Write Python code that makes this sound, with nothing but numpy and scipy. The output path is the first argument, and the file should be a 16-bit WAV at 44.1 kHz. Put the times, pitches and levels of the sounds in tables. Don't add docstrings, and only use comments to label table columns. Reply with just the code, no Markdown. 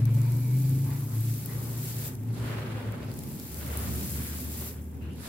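import sys
import numpy as np
from scipy import signal
from scipy.fft import rfft, irfft
from scipy.io import wavfile

SR = 44100
rng = np.random.default_rng(int(sys.argv[2]) if len(sys.argv) > 2 else 0)


def digitize_waveform(pressure):
    field = np.atleast_2d(pressure).T
    bounded = np.clip(field, -1, 1)
    quanta = np.round(bounded * 32767).astype(np.int16)
    wavfile.write(sys.argv[1], SR, quanta)


N = 232892
TIME = np.arange(N) / SR
FREQS = np.fft.rfftfreq(N, 1 / SR)

# start/s, end of growth/s, empty/s, level/dB, growth/(dB/s)
POURS = [(0.17, 2.86, 2.082, -46, 3.5), (3.17, 3.837, 4.692, -46.5, 14)]
# deepest/s, stop/s, level/dB, brightness/dB, spray level/dB
DIGS = [(0, 0.305, -58.5, -7.5, -59), (2.383, 2.387, -56, -13, -56), (2.476, 3.025, -49, -1, -56.5),
        (5.261, 5.28, -58.5, -9, -50.5)]


def pouring(stream_db, dig_db, spray_db):
    spectrum = [(2500, -53), (5000, -9.5), (6700, -7.5), (7600, -3), (8600, -6.5), (10000, -2.5),
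                (11800, 0), (13500, -4), (15700, -9)]
    flow_db, (streaming, trickling, *_) = power_sum([stream_db, trickle(), dig_db - 13.5, spray_db])
    poured = streaming + trickling
    pan_db = poured - 3.5 * (1 - poured)
    top_db = 5.5 * poured - 2 * (1 - poured)
    rain = grains(flow_db, peak_per_s=12000, spread_db=3.6, ring_s=0.0002, top_hz=17660,
                  dust_share=0.35, thinning=0.55)
    flutter_db = 0.7 * walk(25)
    hiss = colour(rain, spectrum, band_hz=(8000, 15500))
    body = irfft(rfft(hiss) / (1 + (FREQS / 13000) ** 24), N)
    return (body + (hiss - body) * undb(top_db)) * undb(flow_db + flutter_db) * pan(pan_db)


def stream():
    gushes = [(0.65, 0.11, 3), (1.088, 0.054, -2), (1.298, 0.093, 3), (1.875, 0.076, 4),
              (2.045, 0.062, 4.5), (4.08, 0.12, 1.3), (4.479, 0.043, -2.5)]
    levels_db = []
    for start_s, full_s, empty_s, db, growth_db_per_s in POURS:
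        gate_db = envelope(start_s, empty_s, rise_db_per_s=76, fall_db_per_s=256)
        levels_db.append(db + gate_db - growth_db_per_s * np.maximum(full_s - TIME, 0))
    return power_sum(levels_db)[0] + sum(db * bump(s, half_s) for s, half_s, db in gushes)


def trickle():
    return power_sum([db - 11 + envelope(empty_s, empty_s, rise_db_per_s=256, fall_db_per_s=36)
                      for _, _, empty_s, db, _ in POURS])[0]


def digs():
    return [db + envelope(deepest_s, stop_s, rise_db_per_s=122, sag_db_per_s=6.5, fall_db_per_s=58)
            for deepest_s, stop_s, db, *_ in DIGS]


def spray():
    return power_sum([db + envelope(s, s, rise_db_per_s=133, fall_db_per_s=121)
                      for s, *_, db in DIGS])[0]


def rolling(stream_db, dig_db, spray_db):
    spectrum = [(1200, -3.5), (2400, 1), (2950, -1), (3600, 1), (4700, 1.5), (6200, -9), (8000, -7.5),
                (14000, -9)]
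    flow_db, _ = power_sum([stream_db - 10, dig_db - 20.5, spray_db - 3.5])
    crackle = grains(flow_db, peak_per_s=6000, spread_db=3, ring_s=0.00016, top_hz=10500,
                     dust_share=0.5, thinning=0.6)
    flutter_db = 0.6 * walk(30)
    return colour(crackle, spectrum, band_hz=(3200, 6500)) * undb(flow_db + flutter_db)


def crushing(stream_db):
    spectrum = [(150, -21), (350, 7.5), (580, 6.5), (760, -0.5), (1250, 1), (1600, 1), (2000, 0),
                (2500, -3), (3200, -6), (6000, -18)]
    force_db, bright_db = pressure(stream_db)
    slips = grains(force_db, peak_per_s=3000, spread_db=3, ring_s=0.0004, top_hz=5000,
                   dust_share=0.6, thinning=0.4)
    crunch = colour(slips, spectrum, band_hz=(1050, 1900))
    body = irfft(rfft(crunch) / (1 + (FREQS / 1000) ** 4), N)
    depth_db = 0.37 * (force_db - force_db.max()) - bright_db / 2
    tilted = body * undb(depth_db) + (crunch - body) * undb(bright_db / 2)
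    return tilted * undb(force_db + 1.33 * walk(21))


def pressure(stream_db):
    squeezes = [(0.316, 0.19, -65, -11), (0.928, 0.099, -63, -9), (1.527, 0.059, -60.5, -14),
                (1.67, 0.14, -59.5, -13), (2.057, 0.077, -58, -6), (3.781, 0.15, -51, -4.5),
                (4.24, 0.1, -59.5, 9), (4.648, 0.13, -60.5, -11)]
    dulling_db_per_s = 14
    stream_shear = (stream_db - 15, -7.5)  # force/dB, brightness/dB
    heap_creep = (np.full(N, -68), -1.5)
    parts = [stream_shear, heap_creep]
    for force_db, (deepest_s, stop_s, _, bright_db, _) in zip(digs(), DIGS):
        buried_s = np.clip(TIME, deepest_s, stop_s) - deepest_s
        parts.append((force_db, bright_db - dulling_db_per_s * buried_s))
    for s, half_s, db, bright_db in squeezes:
        parts.append((db + 10 * np.log10(bump(s, half_s) + 1e-12), bright_db))
    force_db, shares = power_sum([db for db, _ in parts])
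    return force_db, sum(share * bright_db for share, (_, bright_db) in zip(shares, parts))


def grains(flow_db, peak_per_s, spread_db, ring_s, top_hz, dust_share, thinning):
    draw = np.random.default_rng(rng.integers(2 ** 31)).random((int(peak_per_s * N / SR), 7))
    start = (draw[:, 0] * N).astype(int)
    density = undb(thinning * (flow_db - flow_db.max()))
    hit = draw[:, 1] < density[start]
    start = start[hit]
    pitch, weight, place, *phases = draw[hit, 2:].T
    size = undb(-spread_db * np.log(weight + 0.012)) / np.sqrt(density[start])
    hz = pitch[:, None] * top_hz
    age = np.arange(64)
    index = (start[:, None] + age).ravel()
    channels = []
    for phase, gain in zip(phases, pan(10 * (place - 0.5))):
        ring = np.exp(-age / SR / ring_s) * np.sin(2 * np.pi * (hz * age / SR + phase[:, None]))
        channels.append(np.bincount(index, (ring * (size * gain)[:, None]).ravel(), N)[:N])
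    clicks = np.array(channels) / np.std(channels) * np.sqrt(2 * top_hz / SR)
    return np.sqrt(1 - dust_share) * clicks + np.sqrt(dust_share) * rng.standard_normal((2, N))


def rubbing():
    rubs = [(0.007, 0.1, 1.1, 2300, 340, -59), (0.12, 0.22, 0.62, 945, 110, -55),
            (0.14, 0.28, 0.9, 4600, 1200, -64), (0.83, 0.91, 1.06, 920, 450, -52),
            (0.84, 0.91, 1.02, 1900, 1100, -56.5), (0.98, 1.1, 1.3, 1100, 1100, -56),
            (1.44, 1.52, 1.85, 1100, 600, -56.5), (1.47, 1.508, 1.58, 2020, 400, -53.5),
            (2.344, 2.39, 2.56, 3840, 1490, -60.5), (2.42, 2.5, 2.72, 1370, 450, -49.5),
            (2.98, 3.04, 3.13, 2400, 900, -62), (2.99, 3.08, 3.45, 4820, 2200, -63),
            (3.66, 3.81, 3.92, 1120, 400, -51.5), (3.63, 3.76, 3.88, 2100, 700, -57.5),
            (4.14, 4.27, 4.4, 1600, 500, -52.5), (5.008, 5.025, 5.17, 2680, 500, -56.5),
            (5.01, 5.04, 5.11, 3800, 1200, -65), (5.0, 5.03, 5.14, 1550, 800, -58.5),
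            (5.185, 5.26, 5.32, 1500, 1000, -53)]
    out = np.zeros((2, N))
    for start_s, peak_s, end_s, hz, width_hz, db in rubs:
        hollow = 1 / (1 + ((FREQS - hz) / (width_hz / 2)) ** 2)
        rub = widen(rng.standard_normal((2, N)), hollow)
        drift_hz = hz * 0.02 * walk(7.4)
        shifted = (signal.hilbert(rub) * np.exp(1j * phase_rad(drift_hz))).real
        swell = np.interp(TIME, [start_s, peak_s, end_s], [0, 1, 0]) ** 0.65
        grip_db = 1.8 * walk(18)
        out += shifted / rub.std() * swell * undb(db + grip_db)
    return out


def landing():
    spectrum = [(35, -40), (70, -4), (108, 8.5), (160, 0.5), (300, -7), (600, -23.5), (1500, -39)]
    clumps = [(3.66, 0.042, -43), (3.887, 0.056, -39), (4.026, 0.057, -42), (4.202, 0.042, -42),
              (5.035, 0.036, -46.5)]
    patter_db = -40 + envelope(top_s=3.78, stop_s=4.14, rise_db_per_s=40, fall_db_per_s=41)
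    mass = undb(patter_db) + sum(undb(db) * bump(s, half_s) for s, half_s, db in clumps)
    return colour(rng.standard_normal((2, N)), spectrum, band_hz=(50, 400)) * mass


def stones():
    # t/s, level/dB, ring f/Hz, ring re crack/dB, decay/s, crack high-pass/Hz, L-R/dB
    strikes = [(0.0548, -31, 11600, -5, 0.0017, 5500, 8), (0.117, -47, 11600, -8, .001, 4000, 4),
               (.145, -40, 4700, -8, 0.0015, 3000, 5), (.150, -39, 12100, -3, 0.0027, 3500, 4),
               (.216, -33, 11100, -6, 0.0014, 4500, 6), (0.321, -32, 11900, -6, 0.0012, 6500, 6),
               (0.695, -30.5, 12100, -6, .001, 7000, 5), (0.935, -28, 11900, -6, 0.0006, 10500, 3),
               (1.208, -29.5, 12700, -6, 0.0009, 8500, 3), (1.4596, -20, 14540, -7, 0.001, 9500, 4),
               (1.777, -28, 12150, -6, .0008, 10000, 5), (2.153, -39.5, 11230, -6, 0.0018, 4000, 0),
               (2.922, -36.5, 14840, -6, 0.0012, 7000, 6), (3.03, -48, 4700, 4, 0.0015, 3000, 2),
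               (3.1157, -36.5, 4490, -5, 0.001, 3000, 6), (3.14, -36, 11900, -4, .0011, 5000, 7),
               (3.1905, -33, 10900, -7, 0.0014, 4000, 8), (3.236, -34, 12000, -5, .001, 5000, 5),
               (3.399, -32, 11430, -7, .001, 4000, 6), (3.544, -28, 12000, -5, 0.0009, 4000, 6),
               (3.773, -19.5, 10600, -7, 0.0013, 11000, 4), (3.979, -29.5, 12000, -6, .0008, 7000, 0),
               (4.096, -26.5, 13500, -6, .0008, 8500, 1), (4.141, -28.5, 11500, -6, .0008, 8500, 1)]
    out = np.zeros((2, N))
    age_s = np.arange(SR // 50) / SR
    for s, db, hz, ring_db, decay_s, edge_hz, pan_db in strikes:
        highpass = signal.butter(3, edge_hz, "high", fs=SR, output="sos")
        crack = signal.sosfilt(highpass, rng.standard_normal((2, len(age_s))))
        ring = np.sin(2 * np.pi * (hz * age_s + rng.random((2, 1)) / 4))
        tick = (crack + ring * undb(ring_db)) * np.exp(-age_s / decay_s)
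        start = int(s * SR)
        out[:, start:start + len(age_s)] += tick * undb(db) * pan(pan_db)
    return out


def engine():
    run = [(0.1, 22.87, -62, -22.5), (0.48, 24.67, -47, -26.5), (0.56, 25.9, -69, -23),
           (0.72, 26.28, -35.5, -24), (1.09, 28.12, -35, -36), (1.13, 27.93, -30, -44),
           (1.27, 28.4, -26, -37), (1.44, 28.35, -42.5, -40), (1.68, 29.22, -31.5, -41.5),
           (1.88, 29.7, -37, -39), (1.95, 29.15, -37, -54.5), (2.0, 28.76, -36, -39.5),
           (2.14, 26.23, -42, -41.5), (2.3, 28.67, -28.5, -50), (2.35, 28.9, -36, -48), (2.4, 29, -31, -65),
           (2.45, 28.27, -34, -44), (2.79, 27.3, -39, -48), (2.89, 27.37, -31, -61), (2.99, 26, -52, -54),
           (3.07, 26.23, -38, -41), (3.25, 26.6, -49, -60)]
    weak_orders = [(7, -29), (8, -30), (9, -25), (10, -27.5), (11, -24.5), (12, -31.5), (14, -33)]
    times_s, *columns = np.transpose(run)
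    hz, fourth_db, fifth_db = [np.interp(TIME, times_s, column) for column in columns]
    phase = phase_rad(hz * (1 + 0.0096 * walk(34)))
    strong = tone(4 * phase, fourth_db, waver_db=2) + tone(5 * phase, fifth_db, waver_db=-1.1)
    effort_db = 20 * np.log10(undb(fifth_db) + 0.5 * undb(fourth_db))
    sixth_db = effort_db - 23.5 - 4.2 * (hz - hz.mean())
    sixth = tone(6 * phase + 2 * np.pi * rng.random(), sixth_db, waver_db=-2)
    weak = sum(tone(k * phase + 2 * np.pi * rng.random(), effort_db + db, waver_db=2)
               for k, db in weak_orders)
    fade = np.exp(-np.maximum(TIME - times_s[-1], 0) / 0.17)
    return (strong + sixth + weak) * fade * pan(1)


def idling():
    orders = [(1, 1), (1.5, -12), (2, -26), (2.5, -14.5), (3, -16), (3.5, -15), (5, -21.5)]
    up_s, off_s, creep_hz_per_s = 3.66, 5.09, 2.4
    firing_hz = 73.57 + creep_hz_per_s * np.maximum(TIME - up_s, 0)
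    swell_db = envelope(up_s, off_s, rise_db_per_s=67, sag_db_per_s=3, fall_db_per_s=41)
    db = -37.5 + swell_db + 2.1 * walk(8.6)
    phase = phase_rad(firing_hz * (1 + 0.0038 * walk(25)))
    return sum(tone(k * phase, db + order_db, waver_db=0.5 * k) for k, order_db in orders) * pan(0.56)


def humming():
    hums = [(0.1, 1.33, 270, -51.5), (1.65, 3.1, 247, -50), (1.43, 2.955, 385, -58), (1.6, 3.7, 848, -70.5)]
    fade_s = 0.15
    out = 0
    for start_s, end_s, hz, db in hums:
        phase = phase_rad(hz * (1 + 0.003 * walk(7)))
        swell = np.interp(TIME, [start_s, start_s + fade_s, end_s - fade_s, end_s], [0, 1, 1, 0])
        out += tone(phase, db, waver_db=2) * swell
    return out


def rumble():
    spectrum = [(25, -7), (40, -28), (64, 5), (85, 1), (130, 4), (185, 1), (250, 1.5), (310, -6.5),
                (390, -8), (500, -15), (700, -24.5), (860, -21), (1300, -37), (3000, -55)]
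    lulls = [(2.26, 0.15, -2), (4.93, 0.16, -1)]
    db = -43.5 - 0.5 * TIME + 1.68 * walk(1.7)
    lull_db = sum(change_db * bump(s, half_s) for s, half_s, change_db in lulls)
    return colour(rng.standard_normal((2, N)), spectrum, band_hz=(170, 450)) * undb(db + lull_db)


def tone(phase, db, waver_db):
    return np.sqrt(2) * np.sin(phase) * undb(db + waver_db * walk(14.7))


def phase_rad(hz):
    return 2 * np.pi * np.cumsum(hz) / SR


def colour(pair, spectrum, band_hz):
    gain = response(spectrum)
    inside = (FREQS > band_hz[0]) & (FREQS < band_hz[1])
    return widen(pair, gain / np.sqrt(np.mean(gain ** 2 * inside) * 2))


def widen(pair, gain):
    width = [(60, -5.5), (130, -13), (260, -11), (500, -5.5), (1000, 0), (2000, -1.5), (4000, 0.4),
             (6500, 3), (9000, 0), (15000, 0)]
    mid = irfft(rfft(pair[0] + pair[1]) * gain, N)
    side = irfft(rfft(pair[0] - pair[1]) * gain * response(width), N)
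    return np.array([mid + side, mid - side])


def response(points):
    hz, db = np.transpose(points)
    return undb(np.interp(np.log(FREQS + 1), np.log(hz), db))


def envelope(top_s, stop_s, rise_db_per_s, fall_db_per_s, sag_db_per_s=0):
    before_s = np.maximum(top_s - TIME, 0)
    held_s = np.maximum(np.minimum(TIME, stop_s) - top_s, 0)
    after_s = np.maximum(TIME - stop_s, 0)
    return -rise_db_per_s * before_s - sag_db_per_s * held_s - fall_db_per_s * after_s


def bump(s, half_s):
    return np.exp(-((TIME - s) / half_s) ** 2)


def walk(rate_hz):
    count = 2048
    drift = irfft(rfft(rng.standard_normal(count)) / (1 + (FREQS[:count // 2 + 1] / rate_hz) ** 4))
    return np.interp(TIME, np.linspace(0, N / SR, count), drift / drift.std())


def power_sum(levels_db):
    power = undb(levels_db) ** 2 + 1e-12
    return 10 * np.log10(power.sum(0)), power / power.sum(0)


def pan(pan_db):
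    return undb(np.array([[1], [-1]]) * pan_db / 2)


def undb(db):
    return 10 ** (np.asarray(db) / 20)


def scene():
    stream_db, dig_db, spray_db = stream(), power_sum(digs())[0], spray()
    loose = pouring(stream_db, dig_db, spray_db) + rolling(stream_db, dig_db, spray_db)
    sand = loose + crushing(stream_db) + rubbing() + landing() + stones()
    return sand + engine() + idling() + humming() + rumble()


def record(dry):
    ports = [(2000, 0), (5000, -0.5), (7600, -1.5), (9500, -1), (11800, 0.5), (13300, 0.5), (15500, 7)]
    bass_hz, top_hz, fade_in_s = 42, 15800, 0.0015
    tilt = np.sqrt(response(ports))
    lowpass = 1 / np.sqrt(1 + (FREQS / top_hz) ** 300)
    highpass = FREQS ** 2 / np.sqrt(FREQS ** 4 + bass_hz ** 4)
    faded = dry * np.minimum(TIME / fade_in_s, 1)
    return irfft(rfft(faded) * np.array([tilt, 1 / tilt]) * lowpass * highpass, N)


dry = scene()
out = record(dry)
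digitize_waveform(out)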